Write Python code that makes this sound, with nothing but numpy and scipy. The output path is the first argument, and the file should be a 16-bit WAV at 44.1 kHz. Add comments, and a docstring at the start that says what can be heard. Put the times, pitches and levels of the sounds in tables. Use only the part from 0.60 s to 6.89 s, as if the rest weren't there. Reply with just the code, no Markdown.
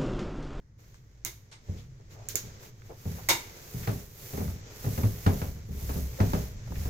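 """Footsteps descend a carpeted wooden staircase in a narrow pine-panelled stairwell.
Each impact of heel or toe excites the damped modes of the hollow treads, and soles scuff the carpet.
On the upper steps dry joints slip and crack, the boards resonating and the walls reflecting the sound.
Friction makes clothing swish close to a hand-held phone, over the low rumble of the house."""
import sys
import numpy as np
from scipy import signal
from scipy.fft import rfft, irfft
from scipy.io import wavfile
from scipy.ndimage import uniform_filter1d

SR = 44100
rng = np.random.default_rng(int(sys.argv[2]) if len(sys.argv) > 2 else 0)


def persist_wave(psi):
    """Save psi, clipped to +-1, as 16-bit WAV."""
    counts = np.round(np.clip(psi, -1, 1) * 32767).astype(np.int16)
    wavfile.write(sys.argv[1], SR, np.atleast_2d(counts).T)


N = 277389
TIME = np.arange(N) / SR
AGE = TIME[:SR]  # seconds since an impact

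# Levels in the tables are relative: each source adds its own gain.
# footfalls: start_s, thump_db, boom_hz, knock_db, slap_db
FOOTFALLS = [(1.085, -23.5, 92.3, -37.5, -65), (1.83, -37, 127, -46.5, -67), (2.454, -24, 89.7, -34, -55.5),
             (3.142, -32, 115.4, -37.5, -79), (3.273, -19.5, 109.6, -28, -33.5), (3.734, -30, 77, -34, -50),
             (3.775, -41, 108, -33.5, -42.5), (3.805, -25.5, 91.3, -32.5, -48),
             (3.877, -24.5, 92.4, -46, -47), (4.242, -31, 126, -38.5, -47),
             (4.263, -19.5, 107.4, -31, -46.5), (4.377, -22.5, 81, -30.5, -39),
             (4.433, -11, 107.2, -29, -39.5), (4.663, -10.5, 92.6, -21.5, -29),
             (4.816, -25.5, 87.7, -35, -38), (4.961, -33.5, 77, -49, -60), (5.087, -29, 77.5, -39.5, -73),
             (5.218, -28, 74, -42.5, -64), (5.293, -22.5, 70.4, -36, -40.5), (5.356, -19, 72, -32.5, -49),
             (5.602, -12, 101, -23, -32), (5.733, -20.5, 98.6, -27, -34.5), (6.106, -26, 77, -36.5, -62),
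             (6.214, -22, 73.5, -66, -60), (6.254, -28.5, 65, -38, -46.5)]
# modes of the hollow staircase: pitch_hz, level_db, t60_s
FRAME_MODES = [(131.9, -5.5, 0.65), (165.6, 0.5, 0.42), (201.5, -3.5, 0.44), (254.6, -4, 0.3),
               (349.6, -7.5, 0.081), (381.5, -6.5, 0.28), (414, -6.5, 0.39), (469, -9, 0.3),
               (550, -12.5, 0.17), (630, -18, 0.49), (787, -10, 0.13)]
# bending modes of the whole flight: pitch_hz, level_db, t60_s
FLIGHT_MODES = [(34, 3, 0.28), (48.2, -4, 0.49), (63.8, 6.5, 0.5)]
# spectrum of the reverberant knock: frequency_hz, level_db
KNOCK_SPECTRUM = [(70, -6.5), (130, 8), (250, 0), (310, -5), (400, -9.5), (550, -9.5), (800, -16),
                  (1300, -32.5), (4000, -54)]
# spectrum of a sole's slap: frequency_hz, level_db
SLAP_SPECTRUM = [(250, -10), (700, 2), (1200, 0.5), (2100, -7.5), (3200, -14), (6000, -18.5), (14000, -41)]
# timber cracks: start_s, level_db, left_minus_right_db, ring_db, echo_db, body_db, bite_db, crisp_db
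TIMBER_CRACKS = [(0.343, -48, -3, -17, -1, 0, 0, -21), (0.649, -22, -13.5, -4, -2, -2, 2, -0.5),
                 (0.914, -42.5, -9, -8, 9, 2.5, -7.5, -24), (1.687, -27, -13.5, -32, 0, -16, 4, 0.5),
                 (1.7553, -14, -9, -17, -8.5, -7, 7.5, 0.5), (2.6876, -9.5, -5, 0.5, 3, 6, -3, -7),
                 (2.6922, -25.5, -14, 5, -18, 8, 1, 10.5)]
# resonances of a cracking board: pitch_hz, bandwidth_hz, level_db
BOARD_MODES = [(354, 30, 6), (902, 25, 5), (952, 20, 9), (1009, 20, 5), (2058, 25, 8), (2205, 70, 12),
               (2270, 8, 5), (2828, 25, 6), (3694, 35, 7), (6413, 35, 3), (6789, 35, 3), (8559, 60, 6),
               (11528, 200, 6), (12292, 60, 5)]
# spectrum of a slipping joint: frequency_hz, level_db
SNAP_SPECTRUM = [(300, -11), (1200, -17), (2100, -1), (3000, -25.5), (5000, -8.5), (6600, 3.5), (7600, 2),
                 (9000, -10.5), (11500, -3), (15000, -0.5), (17000, 2.5)]
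# spectrum of its wall reflections: frequency_hz, level_db
ECHO_SPECTRUM = [(150, -4), (350, -1), (900, -4), (1400, 0), (2200, -1), (2700, -3.5), (3700, 0.5),
                 (4800, 0), (6600, 3.5), (8000, -7), (9700, -8.5), (11500, -4), (15000, -1.5), (17000, -22)]
# soles brushing the carpet: start_s, level_db, rise_s, centre_hz
SOLE_SCUFFS = [(0.342, -56, 0.0016, 1370), (1.169, -59, 0.018, 3460), (1.395, -54.5, 0.007, 367),
               (1.529, -56, 0.064, 597), (1.742, -43, 0.0078, 385), (2.219, -51, 0.0013, 1510),
               (2.294, -43, 0.012, 453), (2.579, -48, 0.009, 800), (3.229, -47, 0.0098, 1800),
               (4.243, -40, 0.0032, 690), (4.816, -43, 0.0014, 780), (5.585, -40, 0.0093, 570),
               (6.074, -45, 0.0027, 614), (6.120, -41, 0.0018, 790), (6.153, -48, 0.0049, 2080)]
# swishes of clothing: fastest_s, swell_s, fall_s, rub_db, hiss_db
CLOTH_SWISHES = [(0.2, 0.016, 0.22, -68.5, -69.5), (0.51, 0.07, .1, -79, -82),
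                 (1.16, 0.12, 0.095, -63, -69), (1.525, 0.024, 0.04, -60, -63),
                 (1.86, 0.29, 0.23, -59.5, -70), (2.048, .045, 0.048, -57.5, -55.5),
                 (2.28, 0.037, .11, -66.5, -66), (2.53, 0.13, 0.17, -58.5, -51.5),
                 (3.0, 0.6, 0.13, -57, -56.5), (3.25, 0.21, 0.21, -54, -46.5),
                 (3.77, .22, 0.16, -54.5, -45), (4.34, 0.17, 0.27, -54.5, -43.5),
                 (4.76, 0.19, 0.17, -54.5, -45.5), (5.33, 0.18, 0.16, -55, -44),
                 (5.75, 0.23, 0.14, -51.5, -46), (6.28, 0.16, .15, -56, -48)]
# soft rub that goes on between swishes: time_s, level_db
RESTING_RUB = [(.15, -82.5), (.7, -72.5), (2.3, -70), (3.5, -71.5), (4.1, -56), (5.05, -63), (6.1, -60)]
# spectrum of rubbing fabric: frequency_hz, level_db
RUB_SPECTRUM = [(200, -4.5), (310, -4), (420, 3), (700, -7.5), (1200, -8.5), (1700, -8.5), (2200, -8),
                (2800, -13), (4600, -12), (6400, -7.5), (7500, -14.5), (9500, -44), (12000, -29),
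                (16000, -44)]
# spectrum of its fine hiss: frequency_hz, level_db
HISS_SPECTRUM = [(2000, -14), (7000, -4.5), (9700, -12), (11500, -1.5), (13500, -3), (15300, 0.5),
                 (16200, -20)]
# low shudder of the staircase and the carried phone: time_s, level_db
SHUDDER_LEVELS = [(0, -59), (.9, -58), (1.2, -49.5), (1.8, -50), (3.9, -50.5), (5.3, -43), (6.29, -40)]
# spectrum of that shudder: frequency_hz, level_db
SHUDDER_SPECTRUM = [(20, -0.5), (45, -0.5), (60, -6), (78, -8), (105, 8), (160, -7.5), (260, -19.5),
                    (450, -27), (900, -53.5)]
# spectrum of the house rumble: frequency_hz, level_db
HOUSE_SPECTRUM = [(20, -17), (40, -5), (58, 1), (78, -12), (103, -1), (134, -6), (200, -21), (300, -23),
                  (700, -38.5), (2100, -37), (2600, -56), (6300, -44.5), (9000, -74), (16000, -62)]
# stereo width between the two microphone ports: frequency_hz, side_minus_mid_db
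STEREO_WIDTH = [(60, -18), (125, -19.5), (250, -9), (500, -5.5), (1200, 3), (2400, -1), (5000, 1),
                (8000, -3.5), (15000, -17.5)]


def footsteps():
    """Impact excitation: a foot sets tread, flight and hollow frame vibrating in their normal modes."""
    out = np.zeros((2, N))
    for start_s, thump_db, boom_hz, sag_db, knock_db, slap_db in impacts():
        # a hard contact slaps louder and reaches higher modes than a soft one
        tilt_db = 0.22 * (slap_db - knock_db + 14.5)
        tread = -undb(thump_db + 4.5) * mode(boom_hz, t60=0.18, rise=0.014)
        sag = undb(sag_db) * struck_modes(FLIGHT_MODES, rise=0.0088)
        frame = undb(knock_db - 3.5) * struck_modes(FRAME_MODES, rise=0.0017, tilt_db=tilt_db)
        slap = undb(slap_db + 10.5) * noise(SLAP_SPECTRUM)[0] * fade(t60=0.016, rise=0.00067)
        # reverberation arrives from all sides and lasts longer in the bass
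        low_echo = undb(knock_db) * noise(KNOCK_SPECTRUM, tilt_db=tilt_db) * fade(t60=0.34, rise=0.0023)
        high_echo = undb(slap_db - 0.5) * noise(SLAP_SPECTRUM) * fade(t60=0.21, rise=0.0018)
        add(out, start_s, from_below(tread + sag + frame + slap) + low_echo + high_echo)
    return out


def impacts(settle_s=0.058, light_touch_db=-32.5, usual_thump_db=-24.5):
    """Weight transfer: each footfall bends the flight, and all but the lightest settle with a bump."""
    settle_thump_db, settle_knock_db, settle_slap_db = -31, -46, -68
    for start_s, thump_db, boom_hz, knock_db, slap_db in FOOTFALLS:
        shudder_db = np.interp(start_s, *np.transpose(SHUDDER_LEVELS))
        sag_db = shudder_db + 2.5 + 0.22 * (thump_db - usual_thump_db)
        yield start_s, thump_db, boom_hz, sag_db, knock_db, slap_db
        bump_s = start_s + settle_s
        if bump_s < TIME[-1] and thump_db > light_touch_db:
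            yield bump_s, settle_thump_db, boom_hz, sag_db + 2.5, settle_knock_db, settle_slap_db


def struck_modes(modes, rise, tilt_db=0):
    """Modal superposition: a random striking point varies each mode; tilt_db is per octave."""
    out = np.zeros(SR)
    for hz, db, t60 in modes:
        share, shift = rng.standard_normal(2)
        gain = undb(db + 1.36 * share + tilt_db * np.log2(hz / 280))
        out += gain * np.sign(shift) * mode(hz * (1 + 0.0092 * shift), t60, rise)
    return out


def from_below(sound, lag_s=0.00045):
    """Path difference: sound from the feet reaches the left microphone port later than the right."""
    delayed = np.interp(AGE - lag_s, AGE, sound, left=0)
    return np.array([delayed, sound]) * pan(0.23)


def timber_cracks():
    """Stick-slip: a joint lets go with a snap, followed by dense reflections between the walls."""
    out = np.zeros((2, N))
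    for start_s, level_db, pan_db, ring_db, echo_db, body_db, bite_db, crisp_db in TIMBER_CRACKS:
        snap = noise(SNAP_SPECTRUM)
        snap *= fade(t60=0.0064, rise=0.00081) + 0.052 * fade(t60=0.092, rise=0.00096)
        echo = noise(ECHO_SPECTRUM)
        echo *= fade(t60=0.12, rise=0.015) + 0.25 * fade(t60=0.38, rise=0.0077)
        crack = undb(8.5) * snap * pan(pan_db) + undb(echo_db - 6.5) * echo * pan(0.15 * pan_db)
        coloured = board_resonance(crack, ring_db, body_db, bite_db, crisp_db)
        add(out, start_s, undb(level_db) * coloured[:, :SR // 2])
    return out


def board_resonance(sound, ring_db, body_db, bite_db, crisp_db):
    """Resonant filtering by a board; a longer slip has more body, a faster one more bite and top."""
    bin_hz = np.arange(SR // 2 + 1)
    peaks = sum(undb(db + ring_db) / (1 + 2j * (bin_hz - hz) / width) for hz, width, db in BOARD_MODES)
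    slip_tone = gains([(400, 0.0035), (800, body_db), (1500, 0), (4800, 0), (6800, bite_db),
                       (8300, 0), (11500, crisp_db)], size=SR)
    return irfft(rfft(sound) * (1 + peaks) * slip_tone, SR)


def scuffs():
    """Sliding friction: a sole on carpet gives a pulse of band noise with a faint reverberant tail."""
    out = np.zeros((2, N))
    for start_s, level_db, rise, hz in SOLE_SCUFFS:
        rub = noise([(hz / 4, -24), (hz, 0), (hz * 4, -27), (hz * 16, -55)])
        pulse = AGE / rise * np.exp(1 - AGE / rise)
        tail = 0.14 * fade(t60=0.37, rise=rise)
        add(out, start_s, undb(level_db) * rub * (pulse + tail))
    return out


def clothing():
    """Friction noise: fabric rubs on fabric, grainy from the weave and hissing when it slides fast."""
    rub_gain, hiss_gain = sliding_gains()
    rub = undb(6) * rub_gain * noise(RUB_SPECTRUM, size=N) * pan(-0.47)
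    hiss = undb(-2.5) * hiss_gain * noise(HISS_SPECTRUM, size=N) * pan(-3.5)
    grain = undb(0.55 * wander(rate_hz=35) + 1.07 * wander(rate_hz=400))
    return grain * (rub + hiss)


def sliding_gains(steepness=2.41):
    """Incoherent addition: swishes sum in power, the amplitude of each following its sliding speed."""
    rest = undb(np.interp(TIME, *np.transpose(RESTING_RUB)))
    rub_power, hiss_power = rest ** 2, (rest * undb(-24)) ** 2
    for fastest_s, swell_s, fall_s, rub_db, hiss_db in CLOTH_SWISHES:
        from_peak = np.maximum((fastest_s - TIME) / swell_s, (TIME - fastest_s) / fall_s)
        speed = np.exp(-from_peak.clip(0, 10) ** steepness)  # a bell with a flattened top
        rub_power += (undb(rub_db) * speed) ** 2
        hiss_power += (undb(hiss_db) * speed) ** 2
    return np.sqrt([rub_power, hiss_power])


def house_rumble(rumble_db=-55):
    """Structure-borne noise: a steady rumble, and an uneven shudder that grows on the lower flight."""
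    shudder_db = np.interp(TIME, *np.transpose(SHUDDER_LEVELS)) + 2 * wander(rate_hz=12)
    shudder = undb(shudder_db) * noise(SHUDDER_SPECTRUM, size=N)
    return undb(rumble_db) * noise(HOUSE_SPECTRUM, size=N) + shudder


def mode(hz, t60, rise):
    """Damped oscillation at one natural frequency."""
    return np.sin(2 * np.pi * hz * AGE) * fade(t60, rise)


def fade(t60, rise):
    """Exponential decay of 60 dB in t60 seconds, with an onset time constant of rise seconds."""
    return (1 - np.exp(-AGE / rise)) * undb(-60 * AGE / t60)


def noise(spectrum, size=SR, tilt_db=0):
    """Partial coherence: coloured stereo noise of rms 1, alike in the bass; tilt_db is per octave."""
    mid, side = rfft(rng.standard_normal((2, size)))
    width = gains(STEREO_WIDTH, size)
    octaves = np.log2((np.arange(size // 2 + 1) * SR / size + 20) / 4000)
    pair = (mid + np.array([[1], [-1]]) * width * side) / np.hypot(1, width)
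    coloured = irfft(pair * gains(spectrum, size) * undb(tilt_db * octaves), size)
    return coloured / np.sqrt(np.mean(coloured ** 2))


def gains(spectrum, size):
    """Spectral envelope: the gain at each transform bin, interpolated over log frequency."""
    hz, db = np.transpose(spectrum)
    bin_hz = np.arange(size // 2 + 1) * SR / size
    return undb(np.interp(np.log(bin_hz + 1), np.log(hz), db))


def wander(rate_hz):
    """Random modulation, smoothed, with a spread near 1."""
    hold = int(SR / rate_hz)
    held = np.repeat(rng.standard_normal(N // hold + 1), hold)
    return uniform_filter1d(held, hold)[:N]


def pan(db):
    """Level difference, left minus right, as a pair of gains."""
    return undb(np.array([[db], [-db]]) / 2)


def undb(db):
    """Amplitude ratio of a level in decibels."""
    return 10 ** (np.asarray(db) / 20)


def add(out, start_s, sound):
    """Superposition of a sound on the mix from start_s."""
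    i = int(start_s * SR)
    out[:, i:i + sound.shape[1]] += sound[:, :N - i]


def scene():
    """Linear superposition of all sources in the stairwell."""
    return footsteps() + timber_cracks() + scuffs() + clothing() + house_rumble()


def record(dry):
    """Band limiting: the phone cuts the top with a steep low-pass filter."""
    cutoff_hz = 15850
    return signal.sosfilt(signal.ellip(10, .2, 70, cutoff_hz, fs=SR, output="sos"), dry)


dry = scene()
out = record(dry)
persist_wave(out)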